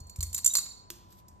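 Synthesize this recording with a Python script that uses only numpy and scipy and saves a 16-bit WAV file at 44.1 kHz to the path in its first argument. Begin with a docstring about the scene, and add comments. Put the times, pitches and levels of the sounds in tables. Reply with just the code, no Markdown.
"""A few coins slide and clatter in a hard coin bank, tilted by hand over a wooden table in a small room.
Each contact is a bright clash plus the ring of coins and shell; the table thumps softly as the bank moves.
The coins settle, a few dry taps and finger rubs on the shell follow, and a faint room hum remains."""
import sys
import numpy as np
from scipy import signal
from scipy.fft import rfft, irfft, next_fast_len
from scipy.io import wavfile
from scipy.ndimage import uniform_filter1d, map_coordinates

SR = 44100
rng = np.random.default_rng(int(sys.argv[2]) if len(sys.argv) > 2 else 0)


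def wav_out(sig):
    """Save sig, one row per channel (or a flat mono array), as 16-bit PCM at SR to the path in sys.argv[1]."""
    wavfile.write(sys.argv[1], SR, np.round(np.clip(np.atleast_2d(sig).T, -1, 1) * 32767).astype(np.int16))


N = 61739
T = np.arange(int(SR * .7)) / SR  # time axis of one event, s

# coin-on-coin noise: freq_hz, level_db
CLASH_SPECTRUM = [(500, -40), (1500, -27.5), (3000, -24.5), (5000, -7), (6100, -6), (6500, -5), (7200, 1.5),
                  (9300, -5), (10200, -17), (11200, -22.5), (12000, -3), (13000, -5), (14700, -18),
                  (15400, -14.5), (15900, -31), (16500, -46.5)]


def coins():
    """Each contact clashes, rings the coins and knocks the shell; the main ring swells to a crest."""
    # start_s, clash_db, main_db, low_db, knock_db, rise_s (short: struck, long: sliding), coin_size
    contacts = [(.001, -52.5, -49.5, -47.5, -58, 0.0027, "small"),
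                (.03, -60, -53.5, -61, -68.5, .008, "large"),
                (.066, -53, -45.5, -57.5, -74.5, 0.0054, "small"),
                (0.0956, -48, -43, -48.5, -50.5, 0.001, "small"),
                (0.126, -76, -57.5, -58.5, -80, 0.0017, "large"),
                (0.1596, -48, -44.5, -62, -51, 0.00041, "small"),
                (0.187, -55.5, -45.5, -67.5, -57.5, 0.00055, "small"),
                (0.2067, -38, -32, -41.5, -37, 0.00011, "small"),
                (0.2281, -33, -25.5, -61.5, -41.5, 0.0001, "small"),
                (0.235, -43.5, -39.5, -58, -46, 0.00075, "large"),
                (0.262, -56.5, -47.5, -73, -54, 0.0023, "small"),
                (.267, -46.5, -46.5, -65, -51, 0.0016, "small"),
                (0.3289, -38, -35.5, -61, -51.5, 0.0009, "small"),
                (0.338, -53, -35.5, -55.5, -66, 0.00072, "large"),
                (0.3451, -29.5, -24.5, -38, -40.5, 0.0009, "large"),
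                (0.361, -55, -32, -38, -48.5, 0.001, "small"),
                (0.372, -42.5, -46, -39.5, -47.5, 0.00067, "large"),
                (0.3787, -35.5, -29, -41, -39, 0.00043, "small"),
                (0.387, -40, -40, -47, -39.5, .001, "large"),
                (0.4451, -27.5, -16, -59.5, -45.5, 0.00011, "small"),
                (0.4599, -20, -10.5, -40, -32.5, 0.00071, "small"),
                (0.4744, -30.5, -14.5, -52.5, -48.5, 0.00054, "small"),
                (0.5042, -62.5, -53, -32.5, -58.5, .0006, "large"),
                (.536, -32.5, -21.5, -60, -49, .0003, "small"),
                (0.5525, -23, -26.5, -19, -21.5, 0.00018, "small"),
                (0.5682, -25, -17, -35, -47, 0.00047, "large"),
                (0.5797, -36, -23, -32.5, -36.5, 0.0012, "large"),
                (0.5863, -34.5, -20.5, -48, -30.5, 0.00028, "small"),
                (0.663, -61, -50, -58, -40, 0.00037, "small")]
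    # modes rung by every clash: pitch_hz; level_db; t60_s
    bright_hz = [6020, 6148, 7140, 7745, 8060, 8480, 8530, 9302, 9930, 10900, 11850, 12700, 13105, 13800,
                 15455]
    bright_db = [-12.5, -17.5, -25, -17, -25.5, -6.5, -31, -5, -33.5, -34.5, -21, -5.5, -19.5, -16.5, -22]
    bright_t60_s = [.1, 0.31, .35, .07, 0.045, 0.06, .25, 0.074, 0.11, .08, 0.23, 0.044, 0.076, .12, .17]
    # flat-landing modes by coin_size, close pairs beat: pitch_hz; level_db; t60_s
    flat_hz = {"small": [4400, 4418, 4440, 5120, 5770, 6812, 6850], "large": [3835, 3860, 3895, 6030]}
    flat_db = {"small": [-3, -12, -15, -15, -13, -3, -22], "large": [-6, -21, -21, -11]}
    flat_t60_s = {"small": [.055, .5, .45, .05, .05, .06, .4], "large": [.05, .35, .45, .12]}
    # knock on the shell: freq_hz, level_db
    knock_spectrum = [(300, -34), (700, -16), (1150, 0), (1700, -8), (2200, 0), (3200, -7.5), (4400, 13),
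                      (6500, -21), (10000, -27.5), (16000, -41)]
    main_hz, shell_hz, crest_s = 7205, 1143, .0041
    swell = (T / crest_s * np.exp(1 - T / crest_s)) ** 3.5
    afterring = amp(-15) * onset(crest_s) * fade(t60_s=.08)
    shell_note = amp(-26) * fade(t60_s=.17) * np.sin(2 * np.pi * shell_hz * T)
    out = np.zeros((2, N))
    for start_s, clash_db, main_db, low_db, knock_db, rise_s, coin_size in contacts:
        clash = amp(9.5) * edge_bounces(count=4) + amp(4) * burst(CLASH_SPECTRUM, t60_s=.018)
        chatter = amp(-8) * burst(CLASH_SPECTRUM, t60_s=.085)
        bright = clash + chatter + coin_ring(bright_hz, bright_db, bright_t60_s, scatter_db=1.5)
        low = coin_ring(flat_hz[coin_size], flat_db[coin_size], flat_t60_s[coin_size], scatter_db=2.8)
        knock = burst(knock_spectrum, t60_s=.02) + shell_note
        main = (swell + afterring) * np.sin(2 * np.pi * (main_hz * T + rng.random()))
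        contact = amp(clash_db) * bright + amp(low_db) * low + amp(knock_db) * knock + amp(main_db) * main
        add(out, start_s, in_room(onset(rise_s) * contact, room_db=-10.5))
    return out


def edge_bounces(count, spacing_s=.0011, loss_db=4):
    """A coin's edge bounces within milliseconds, each touch a weaker click."""
    out = np.zeros(len(T))
    for k in range(count):
        click = burst(CLASH_SPECTRUM, t60_s=2 * spacing_s)
        add(out, spacing_s * k * (.5 + rng.random()), amp(-loss_db * k) * click)
    return out


def coin_ring(pitches_hz, levels_db, t60s_s, scatter_db):
    """Damped modes, struck differently each time; touching coins disturb each other's phase."""
    waver_rad, waver_per_s = .98, 52
    out = np.zeros(len(T))
    for hz, db, t60_s in zip(pitches_hz, levels_db, t60s_s):
        waver = waver_rad * map_coordinates(rng.standard_normal(256), [T * waver_per_s], mode="wrap")
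        envelope = amp(db + scatter_db * rng.normal()) * fade(t60_s)
        out += envelope * np.sin(2 * np.pi * (hz * T + rng.random()) + waver)
    return out


def shell_taps():
    """Dry taps on the held shell wake a brief hollow note in the air inside."""
    # start_s, top_db, deep_db
    taps = [(0.903, -30.5, -34.5), (1.126, -52.5, -56.5), (1.2827, -51.5, -78), (1.2851, -50, -75)]
    # bright and deep parts of a tap: freq_hz, level_db
    top_spectrum = [(1500, -32), (3000, -22), (4900, -5.5), (7000, 1.5), (9500, -4.5), (11000, -19.5),
                    (13000, 1), (16000, -34.5)]
    deep_spectrum = [(200, -32), (350, -22), (600, -23), (1300, -8), (2400, -13), (4000, -5), (8000, -32)]
    hollow_hz = 346
    hollow = amp(-13) * fade(t60_s=.17) * np.sin(2 * np.pi * hollow_hz * T)
    out = np.zeros((2, N))
    for start_s, top_db, deep_db in taps:
        deep = burst(deep_spectrum, t60_s=.012) + hollow
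        top = burst(top_spectrum, t60_s=.012) + amp(-8.5) * burst(top_spectrum, t60_s=.055)
        add(out, start_s, in_room(amp(top_db) * top + amp(deep_db) * deep, room_db=-8.5))
    return out


def table_bumps(rise_s=.0065):
    """Soft bumps set the table's low modes beating."""
    # start_s, level_db
    bumps = [(.008, -45), (0.184, -32)]
    # table modes: pitch_hz, level_db, t60_s
    modes = [(45.4, -7.5, 0.4), (62.6, 1.5, 0.44), (83.8, 2.5, 0.54), (109, -11, 0.3), (129, -4, 0.17)]
    boom = sum(amp(db) * fade(t60_s) * np.sin(2 * np.pi * hz * (T - rise_s)) for hz, db, t60_s in modes)
    out = np.zeros(N)
    for start_s, db in bumps:
        add(out, start_s, amp(db) * boom * onset(rise_s))
    return out


def finger_rubs(grain_db=2.5):
    """Fingers shift on the shell in faint grainy swishes."""
    # centre_s, width_s, level_db
    strokes = [(1.12, .014, -66), (1.19, .014, -66), (1.14, .045, -70)]
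    # friction noise: freq_hz, level_db
    spectrum = [(1000, -26.5), (2500, -2.5), (4500, 2), (9000, -1.5), (11000, -9), (13000, 10),
                (14500, -17), (16000, -19)]
    t = np.arange(N) / SR
    envelope = sum(amp(db) * np.exp(-.5 * ((t - s) / width_s) ** 2) for s, width_s, db in strokes)
    roughness = unit(uniform_filter1d(rng.standard_normal(N), size=120))
    grain = unit(amp(grain_db * roughness))
    return envelope * grain * np.array([noise(spectrum, N), noise(spectrum, N)])


def in_room(sound, room_db):
    """A sound from the bank plus a fresh room tail, as two microphone ports hear it."""
    # room decay: freq_hz, t60_s
    decay = [(200, 0.95), (1000, 0.65), (4000, 0.68), (8000, 0.41), (15000, .34)]
    # left port over right: freq_hz, lead_rad; freq_hz, level_db
    lead = [(1000, .4), (3920, .3), (4020, 4.2), (4400, 4.1), (4650, 3.4), (5000, 4.4), (5500, 4.8),
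            (7200, 5.5), (7900, 6.3), (9300, 8), (10400, 9.4), (12000, 11.9), (13300, 12.7), (14700, 15.6),
            (16000, 15.8)]
    balance = [(1000, -2.5), (2300, 0), (3800, 0), (4400, -5), (5000, 0), (5600, -7), (6200, -1),
               (7200, -4), (7800, 0), (15000, 0)]
    bank_share = .6  # tail power arriving from the bank's direction

    def ports(hz):
        gain = amp(np.outer([.5, -.5], along(balance, hz)))
        return gain * np.exp(1j * np.outer([.5, -.5], along(lead, hz)))

    hz, t, bands = signal.stft(rng.standard_normal((3, len(T))), SR, nperseg=256)
    bands = bands * fade(along(decay, hz)[:, None], t)
    tail = signal.istft(bands, SR)[1][:, :len(T)] * onset(rise_s=.003)
    tail /= np.linalg.norm(tail[0])
    wet = amp(room_db) * signal.fftconvolve(sound[None], tail, axes=1)[:, :len(T)]
    return filtered(sound + np.sqrt(bank_share) * wet[0], ports) + np.sqrt(1 - bank_share) * wet[1:]


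def room_tone(air_db=-58):
    """Low air noise with the hum and thin whine of an appliance."""
    # air noise: freq_hz, level_db; freq_hz, left_right_correlation
    spectrum = [(20, -28), (45, 0.5), (90, 1.5), (140, -6.5), (200, -5.5), (280, -12), (360, -14),
                (500, -16.5), (900, -17), (1400, -27.5), (3000, -35.5), (8000, -37.5), (15000, -64)]
    likeness = [(60, 0.61), (250, 0.35), (600, 0.11), (5000, 0.088)]
    # appliance: pitch_hz, rms_db, left_lead_rad
    tones = [(98.03, -71, .1), (199, -71.5, .3), (1001, -62, 2.583)]

    def mid_side_gains(hz):
        angle = np.arccos(along(likeness, hz)) / 2
        return np.array([np.cos(angle), np.sin(angle)])

    mid, side = filtered(np.array([noise(spectrum, N), noise(spectrum, N)]), mid_side_gains)
    out = amp(air_db) * np.array([mid + side, mid - side])
    t = np.arange(N) / SR
    for hz, db, lead_rad in tones:
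        phase = 2 * np.pi * (hz * t + rng.random())
        out += amp(db) * np.sqrt(2) * np.sin([phase + lead_rad, phase])
    return out


def amp(db):
    """Decibels to gain."""
    return 10 ** (np.asarray(db) / 20)


def unit(x):
    """Scale to rms 1."""
    return x / np.sqrt(np.mean(x ** 2) + 1e-20)


def onset(rise_s):
    """Smooth rise from silence."""
    return 1 - np.exp(-(T / rise_s) ** 2)


def fade(t60_s, t=T):
    """Exponential decay, 60 dB in t60_s."""
    return np.exp(-np.log(1000) * t / t60_s)


def along(points, hz):
    """Interpolate (freq_hz, value) points on a log axis."""
    freq_hz, values = np.transpose(points)
    return np.interp(np.log(hz + 1), np.log(freq_hz + 1), values)


def filtered(x, response):
    """Apply a frequency response."""
    n = x.shape[-1]
    padded = next_fast_len(2 * n)
    return irfft(rfft(x, padded) * response(np.fft.rfftfreq(padded, 1 / SR)), padded)[..., :n]


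def noise(spectrum, size):
    """Coloured noise, rms 1."""
    hz = np.fft.rfftfreq(size, 1 / SR)
    return unit(irfft(amp(along(spectrum, hz)) * np.exp(2j * np.pi * rng.random(len(hz))), size))


def burst(spectrum, t60_s):
    """Decaying coloured noise, equal energy on every draw."""
    envelope = fade(t60_s)
    return unit(noise(spectrum, len(T)) * envelope) * np.sqrt(np.mean(envelope ** 2))


def add(track, start_s, sound):
    """Mix a sound into a track."""
    part = track[..., round(start_s * SR):][..., :sound.shape[-1]]
    part += sound[..., :part.shape[-1]]


def scene():
    """Coins, hands, table and room in stereo."""
    return coins() + shell_taps() + finger_rubs() + table_bumps() + room_tone()


def record(dry):
    """Brick-wall low-pass."""
    return filtered(dry, lambda hz: hz < 16500)


dry = scene()
out = record(dry)
wav_out(out)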